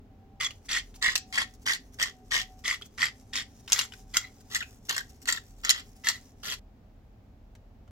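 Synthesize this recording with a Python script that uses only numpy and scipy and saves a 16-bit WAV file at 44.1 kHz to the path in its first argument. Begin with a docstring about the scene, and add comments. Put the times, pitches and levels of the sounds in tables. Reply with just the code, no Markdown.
"""Salt and pepper mills in a small kitchen

A salt mill is twisted ten times over a dish of meat, then a pepper mill eight times.
Each twist is noise shaped by random fractures, ringing the resonances of the mill's hollow mouth;
big grains crack singly as an impulse with pings, some with a higher ring, and the burr squeaks in glides.
The hand turns back with a soft rub of filtered noise, which dips before each twist, and some ticks.
Under it lie a low rumble of filtered noise, a deep drone, a soft hum and a faint far whine."""
import sys
import numpy as np
from scipy import signal
from scipy.fft import rfft, irfft
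from scipy.io import wavfile
from scipy.ndimage import uniform_filter1d

SR = 44100
rng = np.random.default_rng(int(sys.argv[2]) if len(sys.argv) > 2 else 0)


def pcm_store(signal):
    """Save signal as 16-bit PCM."""
    levels = np.round(np.clip(np.atleast_2d(signal), -1, 1) * 32767)
    wavfile.write(sys.argv[1], SR, levels.astype(np.int16).T)


N = 348814
TIME = np.arange(N) / SR
BINS = np.fft.rfftfreq(4096, 1 / SR)  # filter design frequencies, Hz
PEPPER_FROM, MILL_FROM, MILL_TO = 3.55, .4, 6.598  # s
RING_S = .0015  # decay time of the rings in cracks() and ticks_and_rings()


def amp(db):
    """Logarithmic level: converts decibels to an amplitude gain."""
    return 10 ** (np.asarray(db) / 20)


def evened(x):
    """Power normalisation: scales to an rms of 1."""
    return x / np.sqrt(np.mean(x ** 2) + 1e-20)


def unit(x):
    """Energy normalisation: scales to an energy of 1."""
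    return x / np.linalg.norm(x)


def read(points, hz):
    """Logarithmic frequency scale: interpolates a table along it."""
    f, value = np.transpose(points)
    return np.interp(np.log(hz + 1), np.log(f + 1), value)


def add(mix, s, sound):
    """Linear superposition: adds a sound into the mix from time s."""
    part = mix[round(s * SR):][:len(sound)]
    part += sound[:len(part)]


def drift(rate_hz):
    """Band-limited random motion: noise below rate_hz, of rms 1."""
    hz = np.fft.rfftfreq(N, 1 / SR)
    return evened(irfft(rfft(rng.standard_normal(N)) * (hz < rate_hz), N))


def ring_through(x, gain):
    """Minimum phase: filters x causally, with unit energy, by the response that has this gain."""
    both_sides = np.r_[gain, gain[-2:0:-1]]
    log_gain = np.log(np.maximum(both_sides, 1e-5))
    response = np.fft.ifft(np.exp(np.conj(signal.hilbert(log_gain)))).real[:len(gain)]
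    return signal.oaconvolve(x, unit(response))[:len(x)]


def colour(x, points):
    """Spectral shaping: gives x the spectrum of a table."""
    return ring_through(x, amp(read(points, BINS)))


def dying(t, ring_s, rise_s=0.0001):
    """Damped resonance: the envelope of a ping, with a fast rise and an exponential decay."""
    return (1 - np.exp(-t / rise_s)) * np.exp(-t / ring_s)


# far whine in short and long swells, mostly sinking in pitch:
# (start t/s, length t/s, first f/Hz, last f/Hz, relative level/dB)
FAR_WHINE = [(0.094, 0.62, 770, 800, -63), (.97, 0.73, 763, 752, -57.5), (2.088, 0.33, 760, 726, -62),
             (2.367, 0.31, 747, 757, -53.5), (3.085, 2.5, 778, 743, -66.5),
             (4.859, 2.42, 767, 753.6, -70.5)]


def whine(waver_hz=4):
    """Frequency modulation: a faint far tone comes and goes, glides and wavers, and its level flickers."""
    out, waver = np.zeros(N), waver_hz * drift(rate_hz=30)
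    for s, length, first_hz, last_hz, db in FAR_WHINE:
        count = int(length * SR)
        hz = np.linspace(first_hz, last_hz, count) + waver[int(s * SR):][:count]
        swell = np.sin(np.pi * np.linspace(0, 1, count) ** 0.47)
        add(out, s, amp(db) * swell * np.sin(2 * np.pi * np.cumsum(hz) / SR))
    return out * (1 + .45 * drift(rate_hz=14))


# spectrum of the room rumble: (f/Hz, relative level per Hz/dB)
ROOM_RUMBLE = [(15, -20), (35, -6), (55, -6), (100, -5), (160, -16.5), (220, -11), (330, -22.5), (550, -25),
               (780, -24), (1000, -33), (2500, -41), (7000, -50.5), (9000, -60), (14000, -52)]
# likeness of the rumble in the two channels: (f/Hz, correlation/1)
LEFT_RIGHT_LIKENESS = [(30, 0.84), (70, 1), (300, 0.89), (800, 0.31), (2000, 0.079)]
# swells of the deep drone: (centre t/s, half-length t/s, level/dB)
DRONE_SWELLS = [(0.922, 0.22, -47.5), (2.342, 0.11, -46.5)]
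# soft, blurred hum: (f/Hz, level/dB)
SOFT_HUM = [(258, -62), (412, -66.5)]


def background(rumble_db=-54.5, drone_db=-58.5, drone_hz=39):
    """Partial coherence: rumble shared in part by the channels, with a drone, hum and whine in both."""
    hz = np.fft.rfftfreq(N, 1 / SR)
    a, b = rfft(rng.standard_normal((2, N)))
    alike = np.clip(read(LEFT_RIGHT_LIKENESS, hz), -1, 1)
    channels = np.array([a, alike * a + np.sqrt(1 - alike ** 2) * b])
    rumble = evened(irfft(channels * amp(read(ROOM_RUMBLE, hz)), N))

    swelling = sum(amp(db) * np.exp(-((TIME - s) / half_s) ** 2) for s, half_s, db in DRONE_SWELLS)
    drone = (amp(drone_db) * drift(rate_hz=2.3) + swelling) * np.sin(2 * np.pi * drone_hz * TIME)
    hum = sum(amp(db) * drift(rate_hz=30) * np.sin(2 * np.pi * f * TIME) for f, db in SOFT_HUM)
    return amp(rumble_db) * rumble + drone + whine() + hum * (TIME < MILL_TO)


def force(t, build_s, length_s, sag_db, sag_shape, bite_s=0.0052, grip_db=-14, release_db_per_s=812):
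    """Time-varying excitation: the hand bites, builds up, sags (or rises if sag_db < 0) and lets go."""
    building = np.maximum(1 - t / build_s, 0)
    spent = np.clip((t - build_s) / max(length_s - build_s, .01), 0, 1)
    released_s = np.maximum(t - length_s, 0)
    bite = np.minimum(t / bite_s, 1) ** 1.9
    level_db = grip_db * building ** 1.8 - sag_db * spent ** sag_shape - release_db_per_s * released_s
    return bite * amp(level_db)


def grains(count, per_s, spread_db, dust, grain_s=.0007):
    """Shot noise: tiny fractures of uneven size over the hiss of fine dust, steady in power."""
    size = amp(spread_db * np.minimum(rng.exponential(1, count), 4))
    breaks = size ** 2 * (rng.random(count) < per_s / SR)
    power = signal.lfilter([1], [1, -np.exp(-2 / (grain_s * SR))], breaks)
    x = np.sqrt(power / (power.mean() + 1e-12) + dust ** 2) * rng.standard_normal(count)
    return x / np.sqrt(uniform_filter1d(x ** 2, size=800) + 1e-9)


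def chips(count, per_s, spread_db, ring_s, low_hz, high_hz):
    """Random modal excitation: short pings at random times, sizes and pitches; rms 1."""
    out = np.zeros(count)
    t = np.arange(SR // 50) / SR
    candidates = 400
    for at, pitch, size, chance in rng.random((candidates, 4)):
        if chance < per_s * count / SR / candidates:
            hz = low_hz * (high_hz / low_hz) ** pitch
            ping = dying(t, ring_s) * np.sin(2 * np.pi * hz * t)
            add(out, at * count / SR, amp(spread_db * size) * ping)
    return evened(out)


# resonances of the mill's hollow mouth: (f over mouth pitch/1, width f/Hz, relative level/dB)
MOUTH_MODES = [(.58, 143.8, -8.5), (.72, 207, -10.5), (.94, 150, -35.5), (1.03, 195, 1.5)]


def mouth(x, hz):
    """Cavity resonance: rings the modes of the mill's hollow mouth."""
    power = sum(amp(db) ** 2 / (1 + ((BINS - hz * ratio) / width) ** 2) ** 2
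                for ratio, width, db in MOUTH_MODES)
    return ring_through(x, np.sqrt(power))


def mouth_ring(x, push, hz, ping_db, spread=0.051):
    """Forced and free vibration: the mouth rings with the stream and pings with larger grains."""
    pings = chips(len(x), per_s=170, spread_db=4.5, ring_s=0.0023,
                  low_hz=hz * (1 - spread), high_hz=hz * (1 + spread))
    return mouth(x, hz) + amp(ping_db) * pings * push


def treble(x, db, corner_hz=5000):
    """Zero-phase shelving: lifts or lowers the treble."""
    highpass = signal.butter(2, corner_hz, "high", fs=SR, output="sos")
    return x + (amp(db) - 1) * signal.sosfiltfilt(highpass, x)


# one row a twist: (start t/s, build-up t/s, length t/s, mouth ring relative level/dB,
# burr crunch relative level/dB, crunch treble level/dB, sag by the end level/dB, mouth pitch f/Hz,
# lead at the right microphone t/ms)
MILL_TWISTS = [(.397, 0.0055, .068, -22, -30.5, -1, 7, 1980, .051),
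               (.681, 0.045, 0.11, -21.5, -27, -3.5, 5.5, 2020, .049),
               (1.012, 0.035, 0.12, -21, -27.5, -2.5, 10, 1904, .14),
               (1.324, 0.039, 0.099, -23.5, -30.5, -2, -1, 1926, .18),
               (1.653, 0.02, 0.1, -22.5, -28.5, 1, 7.5, 1880, .18),
               (1.984, 0.031, 0.11, -21, -27.5, -2.5, 18, 1900, .16),
               (2.304, 0.038, .115, -22, -26, -3.5, 7.5, 1940, .15),
               (2.636, 0.056, 0.11, -22.5, -31, 0, 5.5, 1996, .053),
               (2.973, 0.06, 0.11, -19.5, -30, -2, 10.5, 1914, .032),
               (3.325, 0.041, 0.091, -23.5, -29, 0, 11, 1980, .05),
               (3.686, 0.13, .16, -31.5, -30.5, 4, 10, 2044, .012),
               (4.133, 0.041, 0.15, -26.5, -30, 4.5, 28.5, 2070, .036),
               (4.497, 0.077, 0.12, -38, -33.5, 1, 8.5, 1940, .14),
               (4.883, 0.02, .12, -28, -24.5, -0.5, 14, 1830, .15),
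               (5.267, .029, 0.11, -28.5, -25, 0.5, 15, 1940, .13),
               (5.631, 0.02, .17, -32.5, -28.5, -7, 9, 1950, .18),
               (6.034, 0.071, 0.14, -31, -29.5, 5, 22.5, 1910, .045),
               (6.426, 0.029, 0.11, -40.5, -33.5, -1, -1.5, 1950, .1)]
# spectra of crushing salt and pepper: (f/Hz, relative level per Hz/dB)
SALT_CRUNCH = [(200, -15.5), (600, -24.5), (1150, -24), (2500, -7.5), (3400, 3), (3850, -7), (4900, -1.5),
               (5800, -10), (7300, -7), (8400, -14), (13000, -21), (16000, -29.5)]
PEPPER_CRUNCH = [(200, -12), (550, -14), (950, -9.5), (1350, -7), (2300, -10), (2850, 2), (3700, 0),
                 (4350, 1), (5100, -0.5), (7300, -6), (8500, -13.5), (13000, -12), (16000, -19.5)]


def twists(twist_s=.25):
    """Source and resonator: crumbling grains drive the mouth; salt sags late in a twist, pepper early."""
    out = np.zeros(N)
    t = np.arange(0, twist_s, 1 / SR)
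    for s, build_s, length_s, ring_db, crunch_db, treble_db, sag_db, hz, _ in MILL_TWISTS:
        if s < PEPPER_FROM:
            push = force(t, build_s, length_s, sag_db, sag_shape=1.25)
            stream = grains(len(t), per_s=320, spread_db=4.5, dust=.3) * push
            splinters = chips(len(t), per_s=460, spread_db=11.5, ring_s=.0016, low_hz=2500, high_hz=7630)
            ring = amp(-7) * mouth_ring(stream, push, hz, ping_db=-3.5)
            crunch = amp(2.5) * colour(stream, SALT_CRUNCH) + amp(-3) * splinters * push
        else:
            push = force(t, build_s, length_s, sag_db, sag_shape=0.41)
            stream = grains(len(t), per_s=260, spread_db=4.5, dust=.3) * push
            splinters = chips(len(t), per_s=320, spread_db=12.0, ring_s=0.0019, low_hz=2550, high_hz=7600)
            ring = amp(-2.0) * mouth_ring(stream, push, hz, ping_db=-2.5)
            crunch = amp(-0.05) * colour(stream, PEPPER_CRUNCH) + amp(-5.5) * splinters * push
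        add(out, s, amp(ring_db) * ring + amp(crunch_db) * treble(crunch, treble_db))
    return out


# narrow resonances of the mills' bodies: (f/Hz, width f/Hz, level over the crunch/dB)
SALT_MILL_BODY = [(1093, 39, 3.5), (1870, 92, 4), (4700, 16, 4), (5720, 160, 5), (7635, 50, 6.5)]
PEPPER_MILL_BODY = [(1390, 90, 5.1), (1965, 140, 3.2), (2790, 37, 2.2), (3298, 51, 9.6), (4294, 67, 2.5),
                    (7500, 40, 7.6)]


def body(x, modes):
    """Structural resonance: lifts the narrow modes of a mill's body."""
    lift = sum((amp(db) ** 2 - 1) / (1 + ((BINS - hz) / width) ** 2) ** 2 for hz, width, db in modes)
    return ring_through(x, np.sqrt(1 + lift.clip(-.9)))


def turning_back(rest_ahead_s=0.077, rest_s=0.022, rest_db=-8, pepper_db=4.0):
    """Friction level in dB: the hand rests just before each twist; the pepper mill rubs harder."""
    resting = sum(np.exp(-((TIME - s + rest_ahead_s) / rest_s) ** 2) for s, *_ in MILL_TWISTS)
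    return rest_db * resting + pepper_db * (TIME > PEPPER_FROM)


# fingers sliding to a new grip and loose grains shifting: (centre t/s, relative level/dB)
GRIP_SWISHES = [(.66, -50), (0.957, -47), (1.545, -55), (1.627, -57), (1.939, -51.5), (2.594, -59.5),
                (2.858, -47.5), (3.6, -55), (4.41, -54.5), (4.861, -51.5), (5.101, -51.5), (5.226, -46.5),
                (5.966, -55.5)]
# spectrum of the sliding fingers: (f/Hz, relative level per Hz/dB)
SWISH_COLOUR = [(500, -9), (4200, -7), (5700, 1), (7400, -2), (8600, -7), (16000, -10)]


def handling(half_s=.009, rub_db=-63):
    """Sliding friction: a faint rub of the burr, and small swells of fingers and loose grains."""
    held = (TIME > MILL_FROM) & (TIME < MILL_TO)
    friction = grains(N, per_s=260, spread_db=4, dust=.8) * held
    rub = friction * amp(rub_db + turning_back() + 2.2 * drift(rate_hz=7.7))
    swelling = np.zeros(N)
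    t = np.arange(-3 * half_s, 3 * half_s, 1 / SR)
    for s, db in GRIP_SWISHES:
        add(swelling, s + t[0], amp(db) * np.exp(-(t / half_s) ** 2))
    return colour(rub + friction * swelling, SWISH_COLOUR)


# the burr slipping: (start t/s, length t/s, first f/Hz, last f/Hz, relative level/dB)
BURR_SQUEAKS = [(0.439, .036, 3457, 3260, -24.5), (4.24, .013, 2060, 2050, -32),
                (4.604, .018, 2060, 1277, -26), (5.003, .011, 1850, 1570, -30),
                (5.369, .011, 2010, 1610, -26.5), (6.145, .022, 2004, 1880, -35.5)]


def squeaks(overtone_db=-9, jitter=.03):
    """Stick-slip vibration: short sinking chirps of two harmonics with a shaking pitch."""
    out = np.zeros(N)
    for s, length, first_hz, last_hz, db in BURR_SQUEAKS:
        count = int(length * SR)
        shake = evened(uniform_filter1d(rng.standard_normal(count), size=40))
        hz = np.linspace(first_hz, last_hz, count) * (1 + jitter * shake)
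        phase = 2 * np.pi * np.cumsum(hz) / SR
        tone = np.sin(phase) + amp(overtone_db) * np.sin(2 * phase)
        add(out, s, amp(db) * signal.windows.tukey(count, .5) * tone)
    return out


def fracture(decay_s, crumble):
    """Impulsive excitation: a sharp break with a quickly dying crumble; energy 1."""
    t = np.arange(SR // 50) / SR
    burst = crumble * rng.standard_normal(len(t)) * np.exp(-t / decay_s)
    burst[0] += 1
    return unit(burst)


# single grains breaking: (t/s, mouth ring relative level/dB, snap relative level/dB)
GRAIN_CRACKS = [(0.445, -38, -31), (0.72, -29, -30), (0.7643, -26.0, -35.0), (0.7722, -23, -33),
                (1.0259, -27.5, -25.0), (1.0476, -24.5, -37), (1.0545, -28, -36), (1.0618, -19.5, -33),
                (1.069, -22.0, -39), (1.0868, -17.5, -41.5), (1.1553, -29, -19.0), (1.1601, -47.5, -20),
                (1.1783, -54, -26.5), (1.326, -36, -38.5), (1.3764, -17.5, -39), (1.3841, -20, -28),
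                (1.6742, -23, -32), (1.6991, -23.5, -42), (1.7177, -24, -33), (1.7344, -37, -23),
                (2.0267, -25, -20), (2.0322, -38, -26.5), (2.3183, -24.5, -31.0), (2.342, -23, -29.0),
                (2.3544, -25, -29), (2.3658, -23, -33), (2.3728, -27.0, -43), (2.6796, -27.5, -25.5),
                (2.71, -27.5, -37), (3.0284, -17.5, -32), (3.0398, -27.0, -38), (3.055, -27, -31),
                (3.357, -39, -30.5), (3.7216, -46, -14), (3.7304, -34.0, -13.5), (3.791, -26, -17.5),
                (3.8127, -29, -31), (4.1398, -44, -36), (4.1694, -23.5, -12), (4.5483, -44.0, -22.5),
                (4.556, -27, -27), (4.5633, -32, -27), (4.8944, -34, -23.0), (4.9648, -30, -29),
                (4.9798, -25, -23.5), (5.2563, -43, -38.5), (5.2827, -33.5, -28.5), (5.287, -23.5, -23.5),
                (5.3002, -35, -26.0), (5.3249, -33.0, -20.5), (5.6489, -32.0, -26.5), (5.6938, -51, -12),
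                (5.702, -41, -13.5), (5.7072, -25.5, -13), (6.07, -23.5, -25), (6.087, -29, -16),
                (6.4543, -37.5, -36.5), (6.5225, -42, -34), (6.5408, -47.5, -36.0)]
# spectrum of a grain's snap: (f/Hz, relative level per Hz/dB)
SNAP_COLOUR = [(200, -23.5), (600, -22), (950, -17.5), (1400, -14.5), (2300, -10), (2950, -4), (3600, -3),
               (4300, -0.5), (5000, -6), (5800, -1), (7400, -2.5), (8300, -7.5), (9500, -14.5),
               (12500, -12.5), (16000, -25.5)]


def cracks(stray=0.034):
    """Impulse response: each large grain snaps with its own ping and briefly rings the mouth."""
    ring, pings, snaps = np.zeros((3, N))
    t = np.arange(SR // 30) / SR
    for s, ring_db, snap_db in GRAIN_CRACKS:
        snap_hz = rng.uniform(4200, 7400)
        mouth_hz = [row[7] for row in MILL_TWISTS if row[0] <= s][-1]  # of the latest twist
        hz = mouth_hz * (1 + stray * rng.standard_normal())
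        mouth_ping = dying(t, RING_S, rise_s=0.00064) * np.sin(2 * np.pi * hz * t)
        grain_ping = dying(t, ring_s=.0012) * np.sin(2 * np.pi * snap_hz * t)
        add(ring, s, amp(ring_db) * unit(mouth_ping))
        add(pings, s, amp(snap_db) * unit(grain_ping))
        add(snaps, s, amp(snap_db) * fracture(decay_s=.0009, crumble=.3))
    return amp(26.5) * ring + amp(20) * pings + amp(24) * colour(snaps, SNAP_COLOUR)


# clicks of the mill, and the higher rings of some large cracking grains:
# (t/s, ring f/Hz, ring relative level/dB, knock relative level/dB)
TICKS_AND_RINGS = [(.507, 2910, -34, -33), (0.9417, 3500, -55.5, -45), (1.1558, 2620, -17, -22.5),
                   (2.6517, 3400, -24.5, -46.5), (2.813, 1390, -41, -38), (2.821, 3280, -28, -36.5),
                   (3.6778, 3150, -38.5, -30), (3.792, 2860, -14.5, -33), (3.9217, 2980, -33.5, -38),
                   (3.936, 2055, -37.5, -35), (4.626, 2560, -22, -33), (7.5518, 3410, -64, -45.5),
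                   (7.8774, 1370, -54, -57)]
# spectrum of a dry knock: (f/Hz, relative level per Hz/dB)
KNOCK_COLOUR = [(300, -11.5), (1400, -1.5), (1950, -0.5), (2400, -0.5), (4000, -2.5), (7300, -6.5),
                (9000, -15), (16000, -21)]


def ticks_and_rings():
    """Impact excitation: clicks of the mill and some large grains, each a dry knock with a brief ring."""
    knocks, ring = np.zeros((2, N))
    t = np.arange(SR // 30) / SR
    for s, hz, ring_db, knock_db in TICKS_AND_RINGS:
        add(knocks, s, amp(knock_db) * fracture(decay_s=0.0045, crumble=0.47))
        add(ring, s, amp(ring_db) * dying(t, RING_S, rise_s=0.00072) * np.sin(2 * np.pi * hz * t))
    return amp(19) * colour(knocks, KNOCK_COLOUR) + amp(11.0) * ring


def scatter(decay, start_s):
    """Diffuse reflection: sparse taps of random sign, each band dying at its own speed; energy 1."""
    t = np.arange(SR // 3) / SR
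    taps = rng.choice([-1., 1.], len(t)) * (rng.random(len(t)) < 5000 / SR) * (t > start_s)
    hz, at, z = signal.stft(taps, SR, nperseg=128)
    tail = signal.istft(z * amp(-60 * at / read(decay, hz)[:, None]), SR)[1][:len(t)]
    return unit(tail)


# reverberation time of the kitchen: (f/Hz, time for a 60 dB decay t/s)
KITCHEN_DECAY = [(300, 0.073), (2000, 0.19), (6000, 0.2), (15000, 0.043)]


def space(x, near_db=-7, room_db=-20, direct_db=-7, wander_hz=60, wander_rad=0.72, near_t60_s=.04):
    """Early and late reflections: as the mill moves, dish, counter and room answer each twist anew."""
    out = np.zeros((2, N))
    edges = [0, *(int(row[0] * SR) for row in MILL_TWISTS[1:]), int(MILL_TO * SR), N]
    leads_ms = [row[8] for row in MILL_TWISTS] + [0]
    # direct sound and reflections of the twists stop dead at MILL_TO
    heard = np.clip((edges[-2] - np.arange(N)) / 200, 0, 1)
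    # grains break all round the burr: the sound wanders between two sets of reflections
    angle = wander_rad * drift(rate_hz=wander_hz)
    sides = x * np.cos(angle), x * np.sin(angle)
    for a, b, lead_ms in zip(edges, edges[1:], leads_ms):
        left_delay = round(max(lead_ms, 0) * SR / 1000)
        for channel, delay in zip(out, (left_delay, 0)):
            sound = 0
            for side in sides:
                near = amp(near_db) * scatter([(1000, near_t60_s)], start_s=.0004)
                room = amp(room_db) * scatter(KITCHEN_DECAY, start_s=0.0047)
                sound = sound + signal.fftconvolve(side[a:b], near + room)
            sound[delay:delay + b - a] += amp(direct_db) * x[a:b]
            add(channel, a / SR, sound if b == N else sound * heard[a:a + len(sound)])
    return out * amp([[.3], [-.3]])  # left, right balance in dB


def scene():
    """Superposition of sources: both mills in the kitchen over its background."""
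    grinding = twists() + cracks()
    salt_mill = body(grinding * (TIME < PEPPER_FROM), SALT_MILL_BODY)
    pepper_mill = body(grinding * (TIME >= PEPPER_FROM), PEPPER_MILL_BODY)
    return space(salt_mill + pepper_mill + squeaks() + ticks_and_rings() + handling()) + background()


def record(dry, edge_hz=16300):
    """Clipping and band limitation: peaks are cut at 0.88, then a linear-phase low-pass follows."""
    lowpass = signal.firwin(511, edge_hz, window=("kaiser", 9), fs=SR)
    return signal.oaconvolve(np.clip(dry, -.88, .88), lowpass[None], "same")


dry = scene()
out = record(dry)
pcm_store(out)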